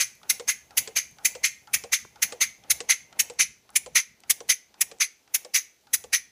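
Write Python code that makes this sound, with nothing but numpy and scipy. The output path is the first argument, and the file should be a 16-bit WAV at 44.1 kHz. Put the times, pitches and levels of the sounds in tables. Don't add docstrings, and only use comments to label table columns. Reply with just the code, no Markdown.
import sys
import numpy as np
from scipy import signal
from scipy.fft import rfft, irfft, next_fast_len
from scipy.io import wavfile
from scipy.ndimage import uniform_filter1d

SR = 44100
rng = np.random.default_rng(int(sys.argv[2]) if len(sys.argv) > 2 else 0)


def rack_gain(trim_db):
    fader = np.asarray(trim_db, float)
    return 10 ** (fader / 20)


def output_pcm(signal):
    pcm = np.clip(np.atleast_2d(signal).T, -1, 1) * 32767
    wavfile.write(sys.argv[1], SR, np.round(pcm).astype(np.int16))


N = 278251

# start_s, peak_db, first_resonance_db, upper_resonances_db, port_open_s
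SHORT_PUFFS = [(0.301, -5.5, -9.5, -8.5, 0.0044), (0.7764, -7, -9, -6, 0.0067),
               (1.2543, -4.5, -9.5, -8, 0.0028), (1.7404, -7.5, -4.5, -8, 0.0042),
               (2.2261, -8, -7, -8.5, 0.0043), (2.7048, -9.5, -7.5, -5.5, 0.0096),
               (3.1966, -8, -7, -7, 0.0069), (3.759, -7.5, -10.5, -8, 0.006), (4.2997, -9, -9, -7, 0.011),
               (4.8115, -6.5, -6, -5.5, 0.0043), (5.3447, -9, -8, -5.5, 0.0087),
               (5.9369, -7.5, -8.5, -5.5, 0.0066)]
LONG_PUFFS = [(0.0034, -16.5, -6.5, -8, 0.013), (0.4833, -17.5, -4.5, -7.5, 0.014),
              (0.9652, -13, -8, -10.5, 0.0052), (1.441, -16.5, -7.5, -10, 0.012),
              (1.9275, -14, -8, -11, 0.0087), (2.4119, -15.5, -4.5, -8.5, 0.012),
              (2.896, -13, -5, -8.5, 0.011), (3.3952, -15.5, -7.5, -9.5, 0.019),
              (3.9544, -16.5, -5.5, -8, 0.025), (4.493, -15.5, -7, -5, 0.014),
              (5.005, -20, -6, -8.5, 0.022), (5.5444, -17, -9, -10, 0.02), (6.131, -16, -6, -8, 0.011)]
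# centre_hz, width_hz, level_db
PORT_MODES = [(2020, 330, -.5), (2400, 330, -2.5), (6300, 620, 2), (10750, 950, -1), (14900, 1300, -6)]
# centre_hz, width_hz, level_db
WHISTLES = [(2076, 70, -1.5), (6206, 200, -2.5), (10750, 300, -1)]
# freq_hz, level_db
SHORT_JET = [(200, -47), (700, -33), (1400, -14), (2200, -2.5), (3500, -10.5), (5000, -11), (8500, -10),
             (10500, -3), (13000, -9.5), (15000, -4.5)]
LONG_JET = [(200, -41), (700, -32.5), (1400, -13), (2200, -5), (3500, -10), (5000, -10), (8500, -13.5),
            (10500, -9.5), (13000, -14.5), (15000, -13.5)]
# time_s, shop_openness_db, facing_outflow_db, on_port_axis_db
CAMERA = [
    (0, 0.1, -25, -1),
    (.7, -0.7, -11.5, 3),
    (1.4, -0.1, -15.5, -0.5),
    (2.1, -1, -11, 1.5),
    (2.8, -2.5, -16, -2.4),
    (3.5, -4, -14.5, -5),
    (4.2, -7.5, -38, -1),
    (4.9, -7, -25, -2.4),
    (5.6, -3, -17.5, 5.5),
    (6.31, -5.5, -26, -1),
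]
# start_s, click_db, crate_db, crate_hz, bounce_delay_s
KNOCKS = [(0.397, -21.5, -35, 478, 0.007), (0.8751, -20.5, -38, 440, 0.0064),
          (1.3508, -22, -36, 490, 0.0053), (1.8378, -23.5, -35.5, 467, 0.005),
          (2.3229, -20.5, -34.5, 482, 0.0075), (2.8043, -17.5, -36.5, 463, 0.0066),
          (3.2989, -24.5, -39.5, 475, 0.0063), (3.8616, -27, -37.5, 496, 0.007),
          (4.4046, -28, -36.5, 458, 0.0081), (4.9141, -28, -42, 449.4, 0.0058),
          (5.448, -27.5, -40, 498, 0.0045), (6.0395, -28.5, -42, 487, 0.0054)]
# freq_hz, t60_s, level_db
STEEL_MODES = [(4440, 0.0065, -3.5), (7030, 0.0091, 3.5), (8000, 0.012, -5), (2800, 0.01, -3)]
# freq_hz, t60_s, level_db
CRATE_MODES = [(358.5, 0.017, -21), (559, 0.079, -11.5), (779, 0.047, -11), (1108, 0.035, -9),
               (1600, 0.021, -12.5), (2430, 0.023, -32)]
# start_s, click_db, ring_db, ring_hz
TICKS = [(0.2317, -41, -46, 836), (0.7073, -41.5, -47, 810), (1.1854, -42, -45, 1440),
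         (1.6728, -42.5, -44, 870), (2.158, -43.5, -48, 904), (2.6379, -45.5, -52, 806),
         (3.127, -42.5, -49, 800), (3.692, -47.5, -49.5, 1093), (4.236, -43.5, -51.5, 802),
         (4.7418, -45, -55, 1037), (5.2769, -50.5, -55.5, 845), (5.8698, -49.5, -52, 810)]
# start_s, level_db, centre_hz, spread_octaves, t60_s
SNAPS = [(0.1533, -47.5, 11500, 0.54, .005), (0.216, -58, 1130, 0.21, 0.054),
         (1.112, -47.5, 10100, .5, .005), (2.05, -35, 420, 1.43, .016), (3.338, -48.5, 9850, 0.46, .005),
         (3.7035, -43, 8900, 0.67, .008), (3.91, -47, 148.3, .3, .07), (4.204, -46.5, 6000, 1.1, .008),
         (4.482, -41, 7000, .8, .005), (4.986, -45, 7060, 0.55, .005), (5.812, -57, 8000, .9, .006)]
# slide_drag_db, shake_db
STROKES = [(0.5, 1.3), (3, 3), (-0.5, 2.5), (-2.5, 3), (2.5, -2), (4, 1.5), (3.5, -1.5), (-6, 2),
           (-2.8, -2), (-2, -4), (-5, -17), (-6.5, 0.5)]
# crank_deg, level_db
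RUB_BY_ANGLE = [(0, -58.5), (90, -61.5), (170, -61), (205, -76.5), (260, -73), (310, -62.5)]
# freq_hz, level_db
RUB_SPECTRUM = [(150, -10.5), (250, -8.5), (450, -8), (800, -4.5), (1300, -18), (2500, -15.5),
                (6000, -30.5), (16000, -53.5)]
# crank_deg, level_db
RUMBLE_BY_ANGLE = [(0, -71), (22, -56.5), (50, -66.5), (100, -68), (170, -70.5), (250, -73), (330, -72.5)]
# freq_hz, level_db
RUMBLE_SPECTRUM = [(12, -48.5), (20, -23), (64, 5), (97, -2.5), (124, 4), (182, -3), (216, 3.5),
                   (300, -14.5), (390, -29.5), (660, -120)]
# centre_s, level_db, width_s
BUMPS = [
    (1.14, -71, .04),
    (2.47, -66, .05),
    (3.02, -66, .05),
    (4.12, -70.5, .05),
    (2.05, -62.5, 0.034),
    (3.459, -61, 0.054),
    (3.92, -58.5, .04),
]
# freq_hz, level_db
AIR_SPECTRUM = [(120, -28.5), (200, -6), (400, -3), (800, -15.5), (1500, -11), (2200, -12.5), (4000, -9.5),
                (6200, -11), (9000, -19), (15500, -18)]
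# centre_hz, level_db, width_hz
HUM_BANDS = [(73, -79.5, 14), (125, -81.5, 2.7)]
# freq_hz, t60_s
SHOP_T60 = [(300, 0.66), (1200, 0.38), (2150, 0.4), (3800, 0.32), (6200, 0.34), (8500, 0.3), (11000, 0.24),
            (16000, 0.27)]
# freq_hz, level_db
CAMERA_BAND = [(15, -21), (45, -2), (80, 0), (15120, 0), (15270, -6), (15370, -26), (15600, -36),
               (15900, -52), (17000, -60)]


def unit(x):
    return x / np.sqrt(np.mean(x ** 2) + 1e-20)


def along(points, hz):
    f, v = np.transpose(points)
    return np.interp(np.log(hz + 1), np.log(f + 1), v)


def columns_at(s, times_s, rows):
    return [np.interp(s, times_s, column) for column in np.transpose(rows)]


def camera_at(s):
    table = np.array(CAMERA)
    return columns_at(s, table[:, 0], table[:, 1:])


def bell(hz, centre_hz, width_hz):
    return 1 / (1 + ((hz - centre_hz) / width_hz) ** 2)


def shut(t, at_s, width_s):
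    return 1 / (1 + np.exp(np.minimum((t - at_s) / width_s, 99)))


def noise(size, gain):
    m = next_fast_len(size)
    spectrum = rfft(rng.standard_normal(m)) * gain(np.fft.rfftfreq(m, 1 / SR))
    return unit(irfft(spectrum, m)[:size])


def patchy(x, depth_db):
    z = signal.stft(x, nperseg=128)[2]
    field = uniform_filter1d(rng.standard_normal(z.shape), size=2, axis=0)
    field = uniform_filter1d(field, size=7, axis=1)
    y = signal.istft(z * rack_gain(depth_db * unit(field)), nperseg=128)[1]
    return unit(y[:len(x)])


def ring(hz, t60_s, t, attack_s):
    return rack_gain(-60 * t / t60_s) * (1 - np.exp(-t / attack_s)) * np.sin(2 * np.pi * hz * t)


def add(track, s, x):
    part = track[round(s * SR) + SR // 10:][:len(x)]
    part += x[:len(part)]


def port(hz, sharp):
    power = sum(rack_gain(db) ** 2 * bell(hz, c, w / (2 * sharp)) for c, w, db in PORT_MODES)
    return np.sqrt(power)


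def puff(row, turn_s, jet, empty_s, whistle_db, rise_s, lag_s, lead_db, tone_db, sharp, stay,
         linger_db, linger_s, pop_db, pop_s):
    start_s, db, low_db, high_db, open_s = row
    t = np.arange(SR // 2) / SR - 0.05
    shop_db, outflow_db, axis_db = camera_at(start_s)
    turn_ratio = turn_s / 0.49
    empty_s = empty_s * turn_ratio
    warm = rng.normal(1, 0.008) * turn_ratio ** 0.08
    tilt = [(2200, low_db), (6300, 0.0048), (10500, high_db), (14000, high_db + axis_db)]

    def view(hz):
        return rack_gain(along(tilt, hz) + along(jet, hz))

    def whistle(hz):
        return sum(rack_gain(whistle_db + g) * bell(hz * warm, c, w) for c, w, g in WHISTLES)

    quick = 0.82 + 0.04 * shop_db
    opening = np.exp(-np.exp((lag_s - t) / (quick * rise_s)))
    leak = rack_gain(lead_db) * shut(-t, 0.015, 0.0068)

    def emptying(slow):
        return (opening + leak) * shut(t, open_s, slow * empty_s)

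    x = emptying(0.83) * patchy(noise(len(t), view), depth_db=4)
    tone = noise(len(t), lambda hz: view(hz) * (port(hz * warm, sharp) + 0.41 * whistle(hz)))
    x += rack_gain(tone_db) * emptying(stay) * patchy(tone, depth_db=3)
    thin = noise(len(t), lambda hz: view(hz) * (0.1 + port(hz * warm, 0.77) + whistle(hz)))
    fade = np.exp(-np.maximum(t, 0) / linger_s)
    x += rack_gain(linger_db + outflow_db) * opening * fade * patchy(thin, depth_db=1)
    pop = noise(len(t), lambda hz: hz / 600 / (1 + (hz / 1100) ** 3))
    x += rack_gain(pop_db + low_db) * opening * np.exp(-np.maximum(t - lag_s, 0) / pop_s) * pop
    x += rack_gain(shop_db - 15.5) * shop(x)
    return t[0], rack_gain(db + 2) * x


def puffs(rows, jet, **flow):
    out = np.zeros(N + SR)
    turns_s = np.gradient(np.transpose(rows)[0])
    for row, turn_s in zip(rows, turns_s):
        lead_s, x = puff(row, turn_s, jet, **flow)
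        add(out, row[0] + lead_s, x)
    return out


def steel_click(t):
    return sum(rack_gain(g + rng.normal(0, 4.7)) * ring(hz * rng.normal(1, 0.12), t60_s, t, 0.00043)
               for hz, t60_s, g in STEEL_MODES)


def crate_note(crate_hz, t):
    body = ring(crate_hz * (1 - 0.16 * np.exp(-t / 0.009)), 0.08, t, 0.0049)
    rattle = noise(len(t), lambda hz: bell(hz, crate_hz, 70) + 0.3 * bell(hz, 760, 110))
    body += 0.3 * rack_gain(-60 * t / 0.12) * (1 - np.exp(-t / 0.0025)) * rattle
    body += sum(rack_gain(g + 1.5 + rng.normal(0, 1.4)) * ring(hz * rng.normal(1, 0.071), t60_s, t, 0.0033)
                for hz, t60_s, g in CRATE_MODES)
    return body


def knocks():
    out, t = np.zeros(N + SR), np.arange(SR // 5) / SR
    for s, db, crate_db, crate_hz, bounce_s in KNOCKS:
        add(out, s, rack_gain(db - 8) * steel_click(t))
        add(out, s + bounce_s, rack_gain(db - 18) * steel_click(t))
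        contact = noise(len(t), lambda hz: (hz > 1200) & (hz < 8800))
        add(out, s, rack_gain(db - 13.5 - 60 * t / 0.049) * contact)
        add(out, s + 0.00076, rack_gain(crate_db + 7) * crate_note(crate_hz, t))
    return out


def ticks():
    out, t = np.zeros(N + SR), np.arange(SR // 5) / SR
    for s, db, ring_db, ring_hz in TICKS:
        click = noise(len(t), lambda hz: (hz > 1800) / (1 + (hz / 6500) ** 5))
        add(out, s, rack_gain(db - 3.5 - 60 * t / 0.025) * click)
        scrape = noise(len(t), lambda hz: bell(hz, 820, 60) + 0.5 * bell(hz, 1400, 200))
        tail = ring(ring_hz, 0.041, t, 0.0012) + 0.44 * rack_gain(-60 * t / 0.27) * scrape
        add(out, s, rack_gain(ring_db + 0.5) * tail)
    return out


def snaps():
    out, t = np.zeros(N + SR), np.arange(SR // 5) / SR
    for s, db, snap_hz, octaves, t60_s in SNAPS:
        burst = noise(len(t), lambda hz: np.exp(-(np.log2(hz / snap_hz + 1e-9) / octaves) ** 2))
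        add(out, s, rack_gain(db - 60 * t / t60_s) * burst)
    return out


def crank_deg():
    events = ((SHORT_PUFFS, 0, 0), (KNOCKS, 90, 0), (LONG_PUFFS, 180, -1), (TICKS, 300, -1))
    marks = sorted((row[0], deg + 360 * (k + lap)) for rows, deg, lap in events for k, row in enumerate(rows))
    next_s = marks[-4][0] + marks[-1][0] - marks[-5][0]
    s, deg = np.transpose(marks + [(next_s, marks[-4][1] + 360)])
    return np.interp(np.arange(N) / SR, s, deg)


def stroke_effort():
    return columns_at(np.arange(N) / SR, np.transpose(SHORT_PUFFS)[0], STROKES)


def rubbing():
    lumps = rack_gain(2 * noise(N, lambda hz: hz < 25))
    rub = unit(lumps * noise(N, lambda hz: rack_gain(along(RUB_SPECTRUM, hz))))
    angle_db = np.interp(crank_deg(), *np.transpose(RUB_BY_ANGLE), period=360)
    return rack_gain(angle_db + stroke_effort()[0]) * rub


def rumble():
    t = np.arange(N) / SR
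    waver = rack_gain(3.2 * noise(N, lambda hz: hz < 15))
    low = unit(waver * noise(N, lambda hz: rack_gain(along(RUMBLE_SPECTRUM, hz))))
    angle_db = np.interp(crank_deg(), *np.transpose(RUMBLE_BY_ANGLE), period=360)
    bumps = sum(rack_gain(db) * np.exp(-((t - s) / w) ** 2) for s, db, w in BUMPS)
    return (rack_gain(angle_db + stroke_effort()[1]) + bumps) * low


def shop_air():
    open_db = camera_at(np.arange(N) / SR)[0]
    air = noise(N, lambda hz: rack_gain(along(AIR_SPECTRUM, hz)))
    leak = noise(N, lambda hz: (hz > 5000) * (0.3 + port(hz, 0.84)))
    return rack_gain(-67.5) * (air + rack_gain(2.2 * open_db) * leak)


def distant_hum():
    open_db = camera_at(np.arange(N) / SR)[0]
    hum = sum(rack_gain(db) * noise(N, lambda hz: bell(hz, c, w)) for c, db, w in HUM_BANDS)
    return rack_gain(6.5 + 3.4 * open_db) * hum


def shop(x):
    hz, t, z = signal.stft(rng.standard_normal(SR // 2), SR, nperseg=256)
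    decay = rack_gain(-60 * t / along(SHOP_T60, hz)[:, None])
    tail = signal.istft(z * decay, SR, nperseg=256)[1]
    late = np.pad(x, (150, 0))
    return signal.fftconvolve(late, tail / np.linalg.norm(tail))[:len(x)]


def scene():
    exhaust = puffs(SHORT_PUFFS, SHORT_JET, empty_s=0.0054, whistle_db=-2.5, rise_s=0.0079, lag_s=0.0014,
                    lead_db=-49, tone_db=-3.5, sharp=1.0, stay=0.71, linger_db=5.5, linger_s=0.011,
                    pop_db=-32.5, pop_s=0.013)
    exhaust += puffs(LONG_PUFFS, LONG_JET, empty_s=0.011, whistle_db=5.5, rise_s=0.0092, lag_s=0.0012,
                     lead_db=-46.5, tone_db=2.5, sharp=1.4, stay=1.106, linger_db=-10.5, linger_s=0.042,
                     pop_db=-11.5, pop_s=0.0027)
    parts = knocks() + ticks() + snaps()
    engine = exhaust + parts + rack_gain(-23) * shop(parts)
    background = rubbing() + rumble() + shop_air() + distant_hum()
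    return (engine[SR // 10:][:N] + background)[None]


def low_pass(x):
    return signal.sosfilt(signal.butter(12, 16470, fs=SR, output="sos"), x)


def record(dry):
    soft = dry / (1 + np.abs(dry / 0.72) ** 4) ** (1 / 4)
    m = next_fast_len(N + 8192)
    band = rack_gain(along(CAMERA_BAND, np.fft.rfftfreq(m, 1 / SR)))
    mix = irfft(rfft(soft, m) * band, m)[:, :N]
    return low_pass(mix)


dry = scene()
out = record(dry)
output_pcm(out)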